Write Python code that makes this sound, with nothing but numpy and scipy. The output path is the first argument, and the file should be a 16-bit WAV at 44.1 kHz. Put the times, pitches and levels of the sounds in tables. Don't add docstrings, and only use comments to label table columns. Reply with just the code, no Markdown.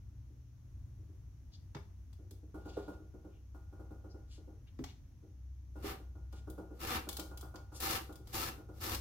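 import sys
import numpy as np
from scipy import signal
from scipy.fft import rfft, irfft, next_fast_len
from scipy.io import wavfile
from scipy.ndimage import uniform_filter1d

SR = 44100
rng = np.random.default_rng(int(sys.argv[2]) if len(sys.argv) > 2 else 0)


def wav_out(sig):
    wavfile.write(sys.argv[1], SR, np.round(np.clip(np.atleast_2d(sig).T, -1, 1) * 32767).astype(np.int16))


N = 397076
TIME = np.arange(N) / SR
RING = TIME[:SR // 2]


def undb(db):
    return 10 ** (np.asarray(db) / 20)


def unit(x):
    return x / np.sqrt(np.mean(x ** 2))


def unit_energy(x):
    return x / np.sqrt(np.mean(np.sum(x ** 2, axis=-1)))


def shape(x, gain):
    size = 2 * next_fast_len(x.shape[-1])
    f = np.linspace(1, SR / 2, size // 2 + 1)
    return irfft(rfft(x, size) * gain(f))[..., :x.shape[-1]]


def colour(x, points):
    hz, db = np.transpose(points)

    def gain(f):
        level_db = np.interp(np.log(f), np.log(hz), db)
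        cepstrum = irfft(np.log(undb(level_db)))
        cepstrum[1:len(f) - 1] *= 2
        cepstrum[len(f):] = 0
        return np.exp(rfft(cepstrum))
    return shape(x, gain)


def bell(f, hz, octaves):
    return np.exp(-.5 * (np.log2(f / hz) / octaves) ** 2)


def walk(rate):
    k = int(SR / rate)
    steps = np.repeat(rng.standard_normal(N // k + 1), k)
    smooth = uniform_filter1d(uniform_filter1d(steps, k), k)
    return unit(smooth[:N])


def diffuse(size):
    alike_hz = 684
    mid, side = rng.standard_normal((2, size))
    alike = lambda f: 1 / (1 + (f / alike_hz) ** 1.26)
    mid = shape(mid, lambda f: np.sqrt(1 + alike(f)))
    side = shape(side, lambda f: np.sqrt(1 - alike(f)))
    return unit(np.array([mid + side, mid - side]))


def fade(t60):
    return np.exp(-np.log(1000) * RING / t60)


def ring(modes):
    out = 0
    for hz, db, t60 in modes:
        phase = rng.random() + rng.standard_normal((2, 1)) * hz / 6000
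        out = out + undb(db) * fade(t60) * np.sin(2 * np.pi * (hz * RING + phase))
    return unit_energy(out)


def add(out, s, db, hit):
    power = np.atleast_2d(hit).mean(axis=0) ** 2
    peak = np.sqrt(uniform_filter1d(power, size=132).max())
    i = int(s * SR)
    out[..., i:i + len(RING)] += (hit * undb(db) / peak)[..., :N - i]


def room(early_db, late_db, early_t60):
    wall_t60 = 0.33
    response = undb(early_db) * unit_energy(diffuse(len(RING)) * fade(early_t60))
    walls = diffuse(len(RING)) * fade(wall_t60) * (1 - fade(.06))
    response += undb(late_db) * unit_energy(walls)
    response[[0, 1], [4, 0]] += 1
    return unit_energy(response)


def through(x, response):
    return signal.fftconvolve(np.atleast_2d(x), response, axes=1)[:, :x.shape[-1]]


def pan(db):
    return undb(np.array([[db], [-db]]) / 2)


def hum():
    # t/s, level/dB
    drone_curve = [(0.0, -55), (1.08, -57.5), (4.33, -53.5), (5.11, -64.5), (5.44, -47.5), (6.39, -48),
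                   (6.64, -53), (8.5, -52), (8.67, -64), (9.0, -45)]
    # t/s, level/dB
    mains_curve = [(1, -59), (1.8, -75.5), (9, -62)]
    # f/Hz, relative level/dB
    rumble_colour = [(20, -24), (35, -8.5), (55, -1), (72, -1.5), (83, 2), (95, -5), (108, -7),
                     (140, -10.5), (175, -21), (300, -20.5), (420, -36), (1500, -45), (4000, -55.5)]
    # f/Hz, relative level/dB
    hiss_colour = [(300, 0), (1000, 9), (2500, 7), (5000, 5), (5600, 13), (6800, 11.5), (7300, -25),
                   (9000, -9.5), (12000, 7.5), (16000, -27)]
    drone_hz, mains_hz = 63.7, 120.3
    drone_db, mains_db = (np.interp(TIME, *np.transpose(curve)) for curve in (drone_curve, mains_curve))
    wavering_hz = drone_hz * (1 + 0.01215 * walk(6))
    phase = 2 * np.pi * np.cumsum(wavering_hz) / SR
    drone = undb(drone_db + 1.8 * walk(9)) * unit(np.sin(phase))
    drone += undb(-60 + 3.3 * walk(3.1)) * unit(np.sin(3 * phase / 2))
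    mains = undb(mains_db) * unit(np.sin(2 * np.pi * mains_hz * TIME))
    rumble = undb(-55.0 + 0.9 * walk(4.7)) * unit(colour(diffuse(N), rumble_colour))
    hiss = undb(-81) * unit(colour(diffuse(N), hiss_colour))
    return (drone + mains + rumble + hiss) * pan(1.0)


def knock_contacts():
    # t/s of the first, time to the last/s,
    # relative peak level of the first/dB, relative brightness/dB
    runs = [(.298, 0, -61, -32), (.985, .105, -59, -42), (2.189, .24, -55, -28), (2.542, .336, -42.5, -11),
            (2.995, 0, -50.5, -21.5), (3.138, .106, -48.5, -20), (3.543, 0, -52, -4.5), (3.725, 0, -50, -9),
            (3.794, .111, -48, -13), (4.04, .102, -49, -17), (4.376, .099, -52, -21), (5.226, 0, -54, -27),
            (5.756, 0, -48, -9), (5.995, 0, -52.5, -13), (6.151, 0, -53, -10), (6.327, 0, -50.5, -4.5),
            (6.472, .106, -42, -15), (6.706, 0, -44, -21), (7.068, .117, -42, -9.5), (7.31, .23, -48, -2),
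            (7.718, 0, -50, -3), (8.091, 0, -44.5, -8.5), (8.196, 0, -51, -31), (8.577, .11, -47.5, -11)]
    usual_gap, growth_db = .11, 1.5
    for start, length, db, upper_db in runs:
        count = 1 + round(length / usual_gap)
        for k, s in enumerate(np.linspace(start, start + length, count)):
            yield s, db + k * growth_db, upper_db


def knocks():
    # f/Hz, relative level/dB, t60/s
    hollow_modes = [(190, -6, 0.38), (316.2, -0.5, 0.39), (297.3, 5.5, 0.11), (372, -2.5, 0.3),
                    (431.5, -30, 0.23), (513, -11, 0.21), (798, -8, 0.52), (967, -24, 0.13),
                    (1230, -16, 0.17), (1430, -8, 0.52)]
    # f/Hz, relative level/dB
    scatter_colour = [(120, -16), (300, 3.5), (480, 4.5), (800, -0.5), (1450, -7), (1750, -26.5),
                      (4000, -30)]
    out = np.zeros((2, N))
    hollow = ring(hollow_modes)
    soft_contact = 1 - fade(.015)
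    for s, db, upper_db in knock_contacts():
        scatter = diffuse(len(RING)) * fade(0.41)
        response = hollow + undb(-1.5) * unit_energy(colour(scatter, scatter_colour))
        bright_db = 0.86 * (upper_db + 8.0)
        tone = [(450, 0.0062), (1000, bright_db - 1.5), (1500, bright_db), (2500, bright_db + 0.5)]
        add(out, s, db, colour(response * soft_contact, tone))
    return undb(-2.0) * out


def brushes():
    # t/s of the middle, length/s (spread of the bell-shaped swell),
    # level/dB before it flickers, centre f/Hz, width/octaves
    touches = [(1.544, .013, -63, 4330, 0.38), (2.696, 0.011, -59.5, 3900, 0.56),
               (2.782, .098, -67, 3400, 0.69), (3.352, 0.027, -79, 2700, 0.28),
               (4.113, 0.0097, -66.5, 5150, 0.21), (4.345, 0.029, -64.5, 3900, 0.72),
               (4.681, .01, -71, 2620, .55), (4.892, .018, -63, 2920, 0.55),
               (6.366, 0.029, -67, 3440, 0.88), (7.764, .017, -55, 5920, 0.76)]
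    out = np.zeros(N)
    for s, length, db, hz, octaves in touches:
        grain = unit(shape(rng.standard_normal(N), lambda f: bell(f, hz, octaves)))
        out += undb(db) * grain * np.exp(-.5 * ((TIME - s) / length) ** 2)
    flicker = undb(2 * walk(90))
    return through(out * flicker, room(early_db=-2, late_db=-6, early_t60=.03)) * pan(3)


def clicks():
    # t/s, relative peak level/dB, relative top level/dB
    contacts = [(1.7479, -44, -27), (1.767, -45.5, -35), (2.129, -63, -9), (2.309, -54, -2.5),
                (4.789, -52.5, -26), (4.8399, -42, -15.5), (6.3258, -59, -8), (6.4999, -50.5, 2.5),
                (7.089, -34, -4.5), (7.1278, -41, -3), (7.1679, -37, -4.5), (7.196, -37.5, -6.5),
                (7.374, -46.5, -3.5), (7.41, -47, -2.5), (7.5577, -49, -13), (7.803, -36, -1),
                (7.907, -32, -5), (8.126, -55, -4), (8.1564, -52.5, -4.5), (8.2726, -53, -9),
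                (8.9468, -33.5, -5)]
    # f/Hz before the random shift, relative level/dB, t60/s
    handle_modes = [(1370, -32, .12), (2234, 4, 0.12), (3150, -10.5, 0.16), (3470, -4.5, 0.13),
                    (4290, -5, 0.067), (5070, -1.5, 0.12), (7030, -2, 0.059)]
    out = np.zeros((2, N))
    space = room(early_db=-4, late_db=-4.5, early_t60=.06)
    for s, db, top_db in contacts:
        low_db = -17.5 - 0.68 * top_db
        varied = [(hz * (1 + .012 * rng.standard_normal()), mode_db, t60) for hz, mode_db, t60 in handle_modes]
        handle = ring(varied)
        crack = unit_energy(diffuse(len(RING)) * np.exp(-(RING / .0075) ** 2))
        crack += undb(-11.5) * handle
        tone = [(200, low_db - 7.0), (900, low_db + 12.5), (2200, low_db + 0.5), (3300, 0.087),
                (6500, -3.2), (9000, top_db + 0.5), (15000, top_db)]
        add(out, s, db, through(colour(crack, tone), space))
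    return undb(-5.0) * out * pan(2.6)


def bumps():
    # t/s, peak level/dB, favoured f/Hz
    contacts = [(1.754, -43, 155), (1.754, -48, 330), (2.770, -32.5, 488), (4.792, -38, 262),
                (4.795, -45.5, 150), (5.844, -37, 368)]
    # f/Hz, relative level/dB before each bump favours its range, t60/s
    table_modes = [(140.6, -1, 0.14), (264, 1.5, 0.16), (322, 6, 0.12), (405.2, 3, 0.27), (486, 4.5, 0.07),
                   (603, -9, 0.16), (732, -7.5, 0.42)]
    out = np.zeros((2, N))
    space = room(early_db=-3.0, late_db=12.0, early_t60=0.048)
    for s, db, hz in contacts:
        modes = [(f, mode_db - 22 * abs(np.log2(f / hz)), t60) for f, mode_db, t60 in table_modes]
        tone = [(hz / 2, -24), (hz, 0), (hz * 2.46, -22), (hz * 9, -46)]
        thud = unit_energy(colour(space, tone))
        soft_contact = 1 - fade(0.0088)
        add(out, s, db, ring(modes) * soft_contact + undb(-9.5) * thud)
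    return out


def snaps(rate, spread_db):
    size = undb(spread_db * np.minimum(rng.exponential(size=N), 4))
    happens = rng.random(N) < rate / SR
    return unit(happens * size * rng.standard_normal(N))


def push():
    # start t/s, bite/s, length of the push/s, relative crunch level at mid-push/dB,
    # swell over the push/dB (negative: it eases), treble against crunch at mid-push/dB
    strokes = [(5.822, 0.047, 0.096, -50.5, -1, -4.5), (6.789, 0.03, 0.17, -47.5, 16, -2.5),
               (7.795, 0.034, 0.17, -45, 4, 1), (8.327, 0.025, 0.16, -46, -3, 1),
               (8.799, 0.045, 0.14, -48.5, 4, 1.7)]
    lead, lead_db = 0.081, -22.5
    stop_rate = 328
    dulling, stop_dulling = 39, 85
    crunch, treble = np.zeros((2, N))
    for start, bite, length, db, swell_db, treble_db in strokes:
        age = np.clip(TIME - start, 0, 1)
        stopping = np.maximum(age - length, 0)
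        scrape = undb(lead_db) * np.clip(1 + (TIME - start) / lead, 0, 1)
        depth = np.minimum(scrape + age / bite, 1)
        progress = np.minimum(age / length, 1)
        gain = depth * undb(db + swell_db * (progress - .5) - stop_rate * stopping)
        crunch += gain
        treble += gain * undb(treble_db - dulling * (age - length / 2) - stop_dulling * stopping)
    return crunch, treble


def cutting():
    # f/Hz, relative level/dB
    crunch_colour = [(380, -34), (650, -8), (795, 0), (1070, 0.5), (1170, 1.5), (2170, -4.5), (2620, -5),
                     (3920, -9.5), (6790, -20.5), (7970, -23), (15000, -18), (16000, -35)]
    # f/Hz, relative level/dB
    roll_colour = [(90, -9), (160, -13), (240, -10.5), (330, -1.5), (480, -5), (640, -12.5), (1000, -35.5)]
    # f/Hz, relative level/dB, t60/s
    sheet_modes = [(774, 3.5, 0.14), (1060, 1.5, 0.03), (1318, -0.5, 0.17), (1628, -1.5, 0.05),
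                   (2735, 2, 0.2)]
    crunch, treble = push()
    fibres = np.array([snaps(rate=4500, spread_db=1.0) for _ in range(2)])
    fibres = fibres * undb(1.0 * walk(90))
    rasp = colour(fibres + undb(-15) * through(fibres, ring(sheet_modes)), crunch_colour)
    low = shape(rasp, lambda f: 1 / (1 + (f / 4500) ** 6))
    dry = undb(3.5) * unit(low) * crunch * pan(0.99)
    dry = dry + undb(3.0) * unit(rasp - low) * treble * pan(2.7)
    wheel = undb(-16.5) * unit(colour(snaps(rate=1500, spread_db=2.0), roll_colour)) * crunch ** 0.62
    return through(dry + wheel, room(early_db=-3, late_db=-8.5, early_t60=0.054))


def scene():
    return hum() + knocks() + brushes() + clicks() + bumps() + cutting()


def record(dry):
    top_hz = 15900
    steep = signal.ellip(10, .2, 80, top_hz, fs=SR, output="sos")
    return signal.sosfilt(steep, dry)


dry = scene()
out = record(dry)
wav_out(out)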